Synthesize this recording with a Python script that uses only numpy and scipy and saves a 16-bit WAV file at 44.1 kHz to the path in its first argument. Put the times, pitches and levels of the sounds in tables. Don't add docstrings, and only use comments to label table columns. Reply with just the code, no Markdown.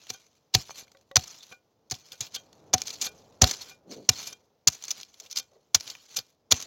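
import sys
import numpy as np
from scipy import signal
from scipy.fft import rfft, irfft
from scipy.io import wavfile
from scipy.ndimage import uniform_filter1d

SR = 44100
rng = np.random.default_rng(int(sys.argv[2]) if len(sys.argv) > 2 else 0)


def level_to_linear(level):
    exponent = np.asarray(level, float) / 20
    return 10 ** exponent


def store_pcm(level_fs):
    pcm = np.round(np.clip(level_fs, -1, 1) * 32767).astype(np.int16)
    wavfile.write(sys.argv[1], SR, np.atleast_2d(pcm).T)


N = 293706
T = np.arange(N) / SR

# time_s, level_db
TRAFFIC = [(0, -73), (.4, -77), (.7, -67), (1.7, -72.5), (2.1, -68.5), (2.7, -56.5), (3.3, -57.5),
           (3.8, -65.5), (4.3, -61), (4.6, -76), (5.3, -70.5), (5.7, -71), (6, -72.5), (6.45, -72.5),
           (6.66, -58.5)]
# frequency_hz, density_db_per_hz
TOWN_SPECTRUM = [(18, -38), (30, -17.5), (91, -2), (180, -5), (367, -6.5), (453, -2), (606, -5.5),
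                 (656, -5.5), (729, -6.5), (1690, -19.5), (6170, -17), (8240, -37.5), (16400, -24)]

# frequency_hz, density_db_per_hz
GRIT_SPECTRUM = [(150, -41), (900, -21), (1750, -18), (2500, -9), (3600, -7), (4500, -5), (5500, -5),
                 (6350, -4.5), (6850, 0.5), (7560, -10.5), (8400, -23.5), (9500, -25), (11200, -20.5),
                 (15800, -20)]
# peak_s, level_db, brightest_hz
PEBBLES = [
    (.0695, -43.5, 3070),
    (.7079, -41.5, 2160),
    (.8803, -55, 2090),
    (.9184, -49.5, 6900),
    (.9712, -54.5, 3714),
    (1.012, -57.5, 6900),
    (1.1145, -47.5, 3300),
    (2.53, -48, 4270),
    (5.9525, -38.5, 2645),
    (.266, -54, 6500),
]
# peak_s, level_db, brightest_hz, rise_ms, fall_ms
SKIDS = [(.0945, -39.5, 4480, 2.1, 12.6), (2.3522, -28, 6000, 6.2, 3.1), (2.3614, -30.5, 3400, 3.3, 3.2),
         (2.8741, -29.5, 6630, 5, 4), (2.9037, -30, 4450, 0.6, 5.1), (3.0176, -29, 5630, 4.8, 7.9),
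         (3.0248, -22.5, 7400, 19, 6.4), (4.6744, -4.5, 6490, 1.2, 5.7), (4.9078, -22, 5930, 2.1, 3),
         (4.9139, -18, 6200, 1.7, 2), (5.0317, -33.5, 3560, 0.74, 2.25), (5.3126, -33, 5550, 1, 6.1),
         (5.3275, -32, 5360, 1.5, 3), (5.3615, -27, 5660, 3, 3), (5.3748, -23, 5000, 6, 6.8),
         (5.387, -22.5, 6600, 1.8, 1.7), (5.3992, -31.5, 4560, 4.6, 2.9), (5.9011, -30.5, 4400, 1.3, 5.6),
         (6.169, -22.5, 6060, 4.7, 7.5)]
# peak_s, level_db, brightest_hz, rise_ms, fall_ms
BITES = [(.1035, -24.5, 5800, 2, 2.3), (.544, -16.5, 4300, 2.6, 2.7), (1.1587, -6.5, 6300, 1.01, 1.64),
         (1.9121, -23, 6100, 1.08, 5.9), (2.2069, -22, 7160, 0.32, 5.7), (2.8182, -16.5, 6520, 0.28, 1.5),
         (4.0925, -3.5, 6340, 1.4, 3.5), (5.7477, -6, 6380, 1.5, 6.16), (6.512, -20.5, 6120, 2.43, 4.2),
         (6.5151, -9.5, 6400, 0.99, 6.9)]
# peak_s, level_db, brightest_hz, spread_ms
GRINDS = [(0.1391, -44.5, 5650, 4.3), (1.2404, -37, 5510, 3.8), (1.279, -38.5, 6200, 4.6),
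          (1.4334, -44.5, 4130, 6.7), (1.5256, -46, 2500, 5), (2.1299, -46, 5760, 5),
          (2.8944, -38.5, 6110, 4.8), (2.9416, -39.5, 5980, 8.1), (3.0501, -29.5, 5800, 11),
          (3.0688, -31, 3940, 5.1), (3.4749, -26, 6300, 6.6), (3.4997, -31.5, 6000, 3.5),
          (3.539, -33, 4630, 4.6), (3.621, -37.5, 4440, 9.8), (4.275, -32, 5530, 5.8),
          (4.3299, -37.5, 6200, 3.7), (4.7302, -39, 6500, 10.5), (4.7507, -40.5, 6950, 5),
          (6.603, -31, 5930, 2.9), (6.6157, -32.5, 6200, 2.5)]
# peak_s, level_db, brightest_hz, rise_ms, fall_ms
BURIALS = [(.5504, -7, 3800, 1.74, 2.5), (1.168, -7.5, 5440, 3, 2.9), (1.9205, -26.5, 5200, 2.1, 4.33),
           (2.7325, -24, 4500, 0.92, 2), (2.7375, -11, 6550, 1.5, 2.2), (2.7415, -10.5, 6390, 2.5, 4),
           (3.42, -4, 6530, 2.44, 4.3), (3.4351, -22.5, 4470, 1.5, 3.3), (3.4419, -11, 4250, 2.3, 2.2),
           (3.513, -20, 6550, 2.6, 3.7), (4.6835, -13, 5590, 2.3, 3.1), (6.5234, -5, 4130, 1.5, 2.4)]
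# peak_s, level_db, brightest_hz, fall_ms
SCORES = [(1.9, -40, 5800, 4), (1.9, -42, 5800, 5.8), (1.951, -39, 5300, 3.4), (2.2675, -42, 3500, 7.1),
          (2.3445, -37, 3620, 4.8), (2.8635, -39.5, 6100, 2), (2.9385, -38.5, 6100, 5.3),
          (2.956, -41.5, 4600, 8.1), (3.0905, -45, 10400, 2.7), (5.300, -46, 5300, 5),
          (5.3225, -40, 5400, 3), (5.8, -37, 5500, 3.6), (5.3715, -24, 6200, 2), (1.9425, -38.5, 3500, 5.6),
          (1.9165, -25, 5400, 1.7), (2.8075, -41, 4500, 2), (5.2, -35.5, 6460, 6), (4.1875, -42, 6600, 6),
          (4.7, -36, 7200, 5), (5.262, -47, 3500, 6.4), (6.565, -33, 5500, 3), (1.2095, -38, 5460, 3),
          (.569, -35, 4600, 3), (.6225, -40, 5200, 3)]
# peak_s, level_db, brightest_hz
SNAPS = [(2.1203, -35, 3600), (2.7814, -29.5, 4450), (2.8365, -42, 6500), (2.8807, -28, 4840),
         (3.4934, -30, 6330), (4.8245, -36.5, 5720), (4.8388, -28, 6400), (4.847, -36, 4990),
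         (4.8525, -34.5, 6580), (4.8822, -27.5, 6460), (5.0116, -37, 5900), (5.05, -50, 5160),
         (5.1425, -47, 3840), (5.3063, -42, 5430), (5.8082, -28.5, 5100), (5.8773, -32, 4400),
         (6.189, -24.5, 4800), (6.5421, -32, 2960), (6.6247, -29.5, 8100)]
SNAP_RISE_MS, SNAP_FALL_MS, PEBBLE_RISE_MS, PEBBLE_FALL_MS = 0.67, 2.8, 0.79, 2.4
BITE_DULL_DB, BURIAL_DULL_DB, SKID_DULL_DB, SCORE_DULL_DB = -20, -13.5, -36.5, -26.5
GRIND_DULL_DB, SNAP_DULL_DB, PEBBLE_DULL_DB = -16.5, -20, -11
AIR_DB, AIR_PER_DB, AIR_AT_DB = -7, .15, -25

# peak_s, level_db, swell_db_per_s, fade_db_per_s
TUGS = [
    (0.097, -52.5, 91, 83),
    (1.525, -53.5, 98, 801),
    (2.144, -49.5, 125, 700),
    (2.19, -54, 100, 500),
    (2.351, -42, 600, 410),
    (3.046, -42.5, 168, 219),
    (3.919, -50, 632, 132),
    (5.25, -55, 85.5, 200),
    (5.381, -45.5, 314, 281),
    (6.183, -41, 204, 505),
]
# start_s, length_s, level_db, fade_db_per_s
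POURS = [(0.55, .15, -38.5, 142), (0.664, .09, -52.5, 16), (0.745, 0.06, -50, -30), (0.84, .3, -67.5, 44),
         (1.177, .3, -41, 73), (1.926, .03, -46, 20), (1.96, .16, -53, 100), (2.209, 0.027, -42, 60),
         (1.493, .033, -54, 0), (2.26, 0.018, -50.5, 40), (2.392, 0.51, -64, 37.5), (2.756, .26, -48, 12.5),
         (3.1, 0.29, -64.5, 20.5), (3.432, .14, -30, 114), (3.568, 0.14, -47.5, 9),
         (4.097, 0.076, -48.5, -83.5), (4.182, 0.12, -40.5, 53), (4.357, .25, -66.5, 134),
         (4.701, .12, -50, 29), (4.799, .125, -57, -108), (4.92, .1, -47, 40), (5.03, .1, -62, 50),
         (5.467, 0.39, -71, 39.5), (5.753, 0.11, -46, 31), (5.87, 0.047, -44.5, 0), (5.887, .18, -46, 84),
         (6.214, .3, -56, 163), (6.538, .15, -38.5, 102)]
POUR_START_DB_S, POUR_STOP_DB_S, STILL_DB = 1701, 376, -88
CRACKLE_PER_S, CRACKLE_MS, CRACKLE_DB = 30, .9, -15
PATCH_DB = 3.6
FINE_FLICKER_DB, FINE_TILT, FINE_AT_DB = 2, 0.071, -51

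# frequency_hz, level_db, t60_s
BLADE = [(520, -6, .08), (785, -4, .08), (1165, -8, .06), (1464, -6, .17), (1540, -2, .06), (2406, 0, .13),
         (2960, -12, .05), (3214, 0, .11), (3625, -6, .06), (4425, -5, .05), (4980, -12, .04),
         (5400, -13, .04), (6120, -3, .06), (6465, -6, .035), (6900, -15, .035), (7490, -18, .05)]
# frequency_hz, width_hz, level_db
SHEEN = [(8490, 46, -4.5), (9520, 160, -7), (10730, 73, -4), (11650, 74, -2.5), (12600, 130, -2.5),
         (13500, 72, -1), (13600, 97, 0.5), (14400, 130, -5), (15300, 69, -3.5), (15800, 120, -3.5)]
SHEEN_T60_S, SHEEN_DB, SHEEN_GRIPPED_DB = .016, 5, -20.5
BURIED_T60_SHARE, BURIED_DB, LOW_BURIED_DB = 0.24, -12, -16
GRIPPED_DB, RUBBED_DB, THIN_DB = -31.5, -23, 3
# release_s, main_mode_db, low_modes_db, middle_modes_db, upper_modes_gain_db
JERKS = [(.145, -50, -49, -50, -4.5), (1.525, -39, -46, -71.5, -11), (2.21, -48, -63, -54, -8),
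         (4.276, -45, -63.5, -64, -8.5), (5.328, -50, -61, -58.5, -14), (2.133, -54, -51.5, -56.5, -5),
         (2.365, -47.5, -45, -37.5, -10.5), (3.068, -35, -40, -43, 0), (5.4, -50.5, -51, -47, -6.5),
         (6.19, -52, -52, -50, -8), (6.172, -43, -45, -54, -6.5)]
# release_s, main_mode_db, low_modes_db, middle_modes_db, upper_modes_gain_db
EASINGS = [
    (0.808, -56, -58, -76, -8),
    (3.715, -44.5, -52.5, -68.5, -14.5),
    (4.326, -46.5, -53.5, -48, -10.5),
]
JERK_S, EASE_S, RUB_DB = .02, .095, -7

# start_s, peak_db, pitch_hz, length_s, handle_knock_db
THUDS = [(0.101, -51, 113, 0.057, -37.5), (.546, -15.5, 110, 0.022, -25.5),
         (1.164, -20.5, 105, 0.041, -25.5), (1.513, -78, 123.8, 0.041, -44.5),
         (1.917, -33.5, 121, 0.033, -36), (2.204, -41, 118, 0.037, -44), (2.738, -23.5, 109, 0.041, -19),
         (3.026, -60, 98.3, 0.033, -40), (3.419, -11, 80.3, 0.049, -16), (3.435, -25.5, 68, 0.044, -15.5),
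         (4.089, -23.5, 110.5, 0.04, -26), (4.67, -28, 117, 0.034, -38), (5.365, -68, 124, .04, -62),
         (5.748, -35.5, 94.5, 0.045, -47.5), (6.182, -54, 116, 0.061, -43), (6.518, -28, 87.7, 0.049, -21)]
THUD_LAG_S, THUD_RISE_S, SHUDDER_DB, SHUDDER_T60_S = .006, .004, -15, .14
# frequency_hz, level_db, t60_s
HANDLE = [(247, -1, 0.11), (525, 0.5, 0.015), (743.7, 5, 0.088)]
# start_s, level_db, pitch_hz, t60_s, pot_ring_db
CLODS = [(0.548, -17, 1120, 0.022, -90), (.695, -21, 870, 0.003, -63), (.707, -25, 850, 0.0083, -82),
         (.826, -28, 410, 0.0074, -83), (.87, -48, 1510, 0.011, -71), (.949, -43, 1520, 0.015, -57.5),
         (1.113, -39, 1490, 0.013, -48), (5.2, -47.5, 551, 0.18, -73), (5.25, -55, 527, 0.16, -65),
         (5.515, -52, 559, 0.18, -75), (5.555, -49, 453, 0.12, -68.5)]
# frequency_hz, level_db, t60_s
POT = [(546, 1.5, 0.22), (760, -9, 0.076), (1120, -8, 0.041), (1945, -11.5, 0.05), (3800, -16, 0.037)]
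# time_s, level_db
SCUFF = [
    (3.84, -89),
    (3.86, -52),
    (3.925, -40.5),
    (3.95, -49.5),
    (4.0, -43.5),
    (4.05, -57),
    (4.08, -68),
]
FENCE_T60_S, FENCE_DB = 0.021, -24


def curve(table):
    s, *columns = np.transpose(table)
    return [np.interp(T, s, c) for c in columns]


def unit(x):
    return x / np.sqrt(np.mean(x ** 2))


def band(x, lo_hz, hi_hz, order=2):
    return signal.sosfilt(signal.butter(order, [lo_hz, hi_hz], "band", fs=SR, output="sos"), x)


def colour(x, points):
    hz, db = np.transpose(points)
    grid_hz = np.arange(1025) * SR / 2048
    log_gain = np.interp(np.log(grid_hz + 1), np.log(hz), db) * np.log(10) / 20
    cepstrum = irfft(log_gain)
    cepstrum[1:1024] *= 2
    cepstrum[1025:] = 0
    response = irfft(np.exp(rfft(cepstrum)))
    return signal.fftconvolve(x, response)[:len(x)]


def modes(x, table, t60_share=1):
    out = 0
    for hz, db, t60 in table:
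        r = np.exp(-np.log(1000) / (t60 * t60_share * SR))
        pole = r * np.exp(2j * np.pi * hz / SR)
        out = out + level_to_linear(db) * np.sqrt(1 - r * r) * signal.lfilter([1], [1, -pole], x).imag
    return out


def walk(rate):
    k = int(SR / rate)
    held = np.repeat(rng.standard_normal(N // k + 1), k)
    return 1.2 * uniform_filter1d(uniform_filter1d(held, k), k)[:N]


def grains(shape, share, spread_db):
    u = rng.random((3,) + shape)
    size = level_to_linear(-spread_db * np.log(1 - .97 * u[2]))
    return unit((u[0] < share) * np.sign(u[1] - .5) * size)


def add(bus, s, x):
    i = max(int(s * SR), 0)
    bus[i:i + len(x)] += x[:N - i]


def town():
    noise = colour(rng.standard_normal(N), TOWN_SPECTRUM)
    noise /= np.std(band(noise, 150, 1200))
    swell = band(noise, 52, 1200) * level_to_linear(curve(TRAFFIC)[0] + 1.3 * walk(6))
    still = colour(rng.standard_normal(N), TOWN_SPECTRUM)
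    return swell + level_to_linear(-74.0 + 1.0 * walk(4.1)) * unit(still)


def stones():
    rows = [r + (BITE_DULL_DB,) for r in BITES]
    rows += [r + (BURIAL_DULL_DB,) for r in BURIALS]
    rows += [r + (SKID_DULL_DB,) for r in SKIDS]
    rows += [r[:3] + (SNAP_RISE_MS / 2, r[3], SCORE_DULL_DB) for r in SCORES]
    rows += [r + (r[-1], GRIND_DULL_DB) for r in GRINDS]
    rows += [r + (SNAP_RISE_MS, SNAP_FALL_MS, SNAP_DULL_DB) for r in SNAPS]
    return rows + [r + (PEBBLE_RISE_MS, PEBBLE_FALL_MS, PEBBLE_DULL_DB) for r in PEBBLES]


def cracks():
    ms = np.arange(-512, 2560) / SR * 1000
    rows = stones()
    chips = colour(grains((len(rows) * len(ms),), .2, 2.5), GRIT_SPECTRUM).reshape(len(rows), -1)
    lumps = unit(band(rng.standard_normal(chips.shape), 220, 2200))
    sharp, dull = np.zeros((2, N))
    for (s, db, hz, rise_ms, fall_ms, dull_db), chip, lump in zip(rows, chips, lumps):
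        swell = (np.abs(ms) / rise_ms) ** 1.8
        decay = (np.abs(ms) / fall_ms) ** 1.31
        shape = level_to_linear(-8 * np.where(ms < 0, swell, decay))
        tone = unit(chip) + 1.3 * unit(band(chip, .84 * hz, 1.14 * hz, order=1))
        tone = tone + level_to_linear(AIR_DB - AIR_PER_DB * (db - AIR_AT_DB)) * band(tone, 8000, 20000)
        burst = shape * tone / np.sqrt(np.sum((shape * tone) ** 2) / np.sum(shape ** 2))
        start_s = s + ms[0] / 1000
        add(sharp, start_s, burst * level_to_linear(db))
        add(dull, start_s, shape ** 0.54 * lump * level_to_linear(db + dull_db))
    return sharp, dull


def drag():
    db = np.full(N, 1. * STILL_DB)
    for s, length, top_db, fade in POURS:
        late = T - s
        run = top_db - fade * np.clip(late, 0, length) - POUR_STOP_DB_S * np.maximum(late - length, 0)
        db = np.maximum(db, run + POUR_START_DB_S * np.minimum(late, 0))
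    for s, top_db, swell, fade in TUGS:
        db = np.maximum(db, top_db - np.where(T < s, swell, fade) * np.abs(T - s))
    u = rng.random((2, N))
    lumps = (u[0] < CRACKLE_PER_S / SR) * level_to_linear(CRACKLE_DB - 4 * np.log(1 - .95 * u[1]))
    bursts = signal.lfilter([1], [1, -np.exp(-1000 / (CRACKLE_MS * SR))], lumps)
    return level_to_linear(db) * (1 + bursts)


def patchy(x, depth_db):
    edges = 600 * 2 ** np.arange(0, 4.9, .25)
    return x + sum((level_to_linear(depth_db * walk(70)) - 1) * band(x, lo, hi) for lo, hi in zip(edges, edges[1:]))


def sliding_soil(flow):
    crumbs = grains((N,), .03, 3.0) + .6 * rng.standard_normal(N)
    slide = flow * unit(patchy(colour(crumbs, GRIT_SPECTRUM), PATCH_DB))
    fine = level_to_linear(FINE_FLICKER_DB * walk(160)) * (level_to_linear(FINE_AT_DB) / flow) ** FINE_TILT
    return slide + (fine - 1) * band(slide, 6600, 18000)


def releases():
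    return [row + (JERK_S,) for row in JERKS] + [row + (EASE_S,) for row in EASINGS]


def freedom(column):
    gain = 0
    for row in releases():
        loosening = np.maximum(np.exp(-np.abs(row[0] - T) / row[5]) - .1, 0)
        gain = gain + level_to_linear(row[column]) * (row[0] > T) * loosening
    return gain


def ring():
    out = 0
    for column, group in ((1, BLADE[5:6]), (2, BLADE[:5]), (3, BLADE[6:9])):
        drive = level_to_linear(RUB_DB) * freedom(column) * grains((N,), .01, 6.5)
        for row in releases():
            add(drive, row[0], level_to_linear(row[column] + 22) * np.hanning(4))
        out = out + modes(drive, group)
    return out


def hoe():
    sharp, dull = cracks()
    flow = drag() * level_to_linear(2.2 * walk(45) + 2.2 * walk(200))
    slide = sliding_soil(flow)
    bare = freedom(4)
    edge = sharp + slide
    thin = band(edge, 7400, 14000)
    sheen_modes = [(hz, db, SHEEN_T60_S) for hz, _, db in SHEEN]
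    sheen = modes(thin * (bare + level_to_linear(SHEEN_GRIPPED_DB)), sheen_modes)
    edge = edge + level_to_linear(THIN_DB) * bare * thin + level_to_linear(SHEEN_DB) * sheen
    shear = dull + level_to_linear(-10.0) * flow * unit(band(rng.standard_normal(N), 92, 1700))
    buried = level_to_linear(BURIED_DB) * modes(edge, BLADE[9:], BURIED_T60_SHARE)
    buried = buried + level_to_linear(LOW_BURIED_DB) * modes(sharp, BLADE[2:7] + BLADE[8:9], BURIED_T60_SHARE)
    held = edge * level_to_linear(GRIPPED_DB) + slide * level_to_linear(RUBBED_DB)
    singing = modes(edge * bare + held, BLADE[8:]) + modes(held, BLADE[4:6])
    return edge + shear + buried + singing + ring()


def earth():
    t = np.arange(9000) / SR
    out, knock = np.zeros((2, N))
    chips = rng.standard_normal((len(THUDS), len(t)))
    for (s, db, hz, length, knock_db), chip in zip(THUDS, chips):
        glide_hz = hz * (.85 + .25 * np.exp(-t / .02))
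        wave = np.sin(2 * np.pi * np.cumsum(glide_hz) / SR) * level_to_linear(-60 * (t / length) ** 2)
        shudder = level_to_linear(SHUDDER_DB - 60 * t / SHUDDER_T60_S) * unit(band(chip, 50, 150))
        rise = 1 - np.exp(-t / THUD_RISE_S)
        add(out, s + THUD_LAG_S, level_to_linear(db + 3.5) * rise * (wave + shudder))
        add(knock, s, level_to_linear(knock_db - 5.5) * chip * np.exp(-t / .007))
    return out + modes(knock, HANDLE) + level_to_linear(11.0) * band(knock, 86, 1100)


def clods():
    t = np.arange(6000) / SR
    out, taps = np.zeros((2, N))
    chips = rng.standard_normal((len(CLODS), len(t)))
    for (s, db, hz, t60, pot_db), chip in zip(CLODS, chips):
        plop = .7 * np.sin(2 * np.pi * hz * t) + .7 * unit(band(chip, .7 * hz, 1.4 * hz))
        rise = 1 - np.exp(-t / t60 / 0.086)
        add(out, s, level_to_linear(db - 60 * t / t60) * rise * plop)
        add(taps, s, level_to_linear(pot_db + 32.5) * np.ones(1))
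    return out + modes(taps, POT)


def boot():
    inside = (T > SCUFF[0][0]) & (T < SCUFF[-1][0])
    level = level_to_linear(curve(SCUFF)[0] + 1.5 * walk(36))
    return inside * level * unit(band(rng.standard_normal(N), 163.4, 536, order=3))


def scene():
    near = hoe() + earth() + clods() + boot()
    t = np.arange(8000) / SR
    fence = unit(rng.standard_normal(len(t)) * (t > .003) * level_to_linear(-60 * t / FENCE_T60_S)) / np.sqrt(len(t))
    echo = signal.fftconvolve(near, fence)[:N]
    return (near + level_to_linear(FENCE_DB) * echo + town())[None]


def low_pass(x):
    return signal.sosfilt(signal.butter(12, 16510, fs=SR, output="sos"), x)


def record(dry):
    bass_cut = signal.butter(3, 35, "high", fs=SR, output="sos")
    top_cut = signal.ellip(8, .2, 70, 16000, fs=SR, output="sos")
    rounded = np.tanh(0.71 * signal.sosfilt(bass_cut, dry)) / 0.89
    return low_pass(signal.sosfilt(top_cut, rounded))


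dry = scene()
out = record(dry)
store_pcm(out)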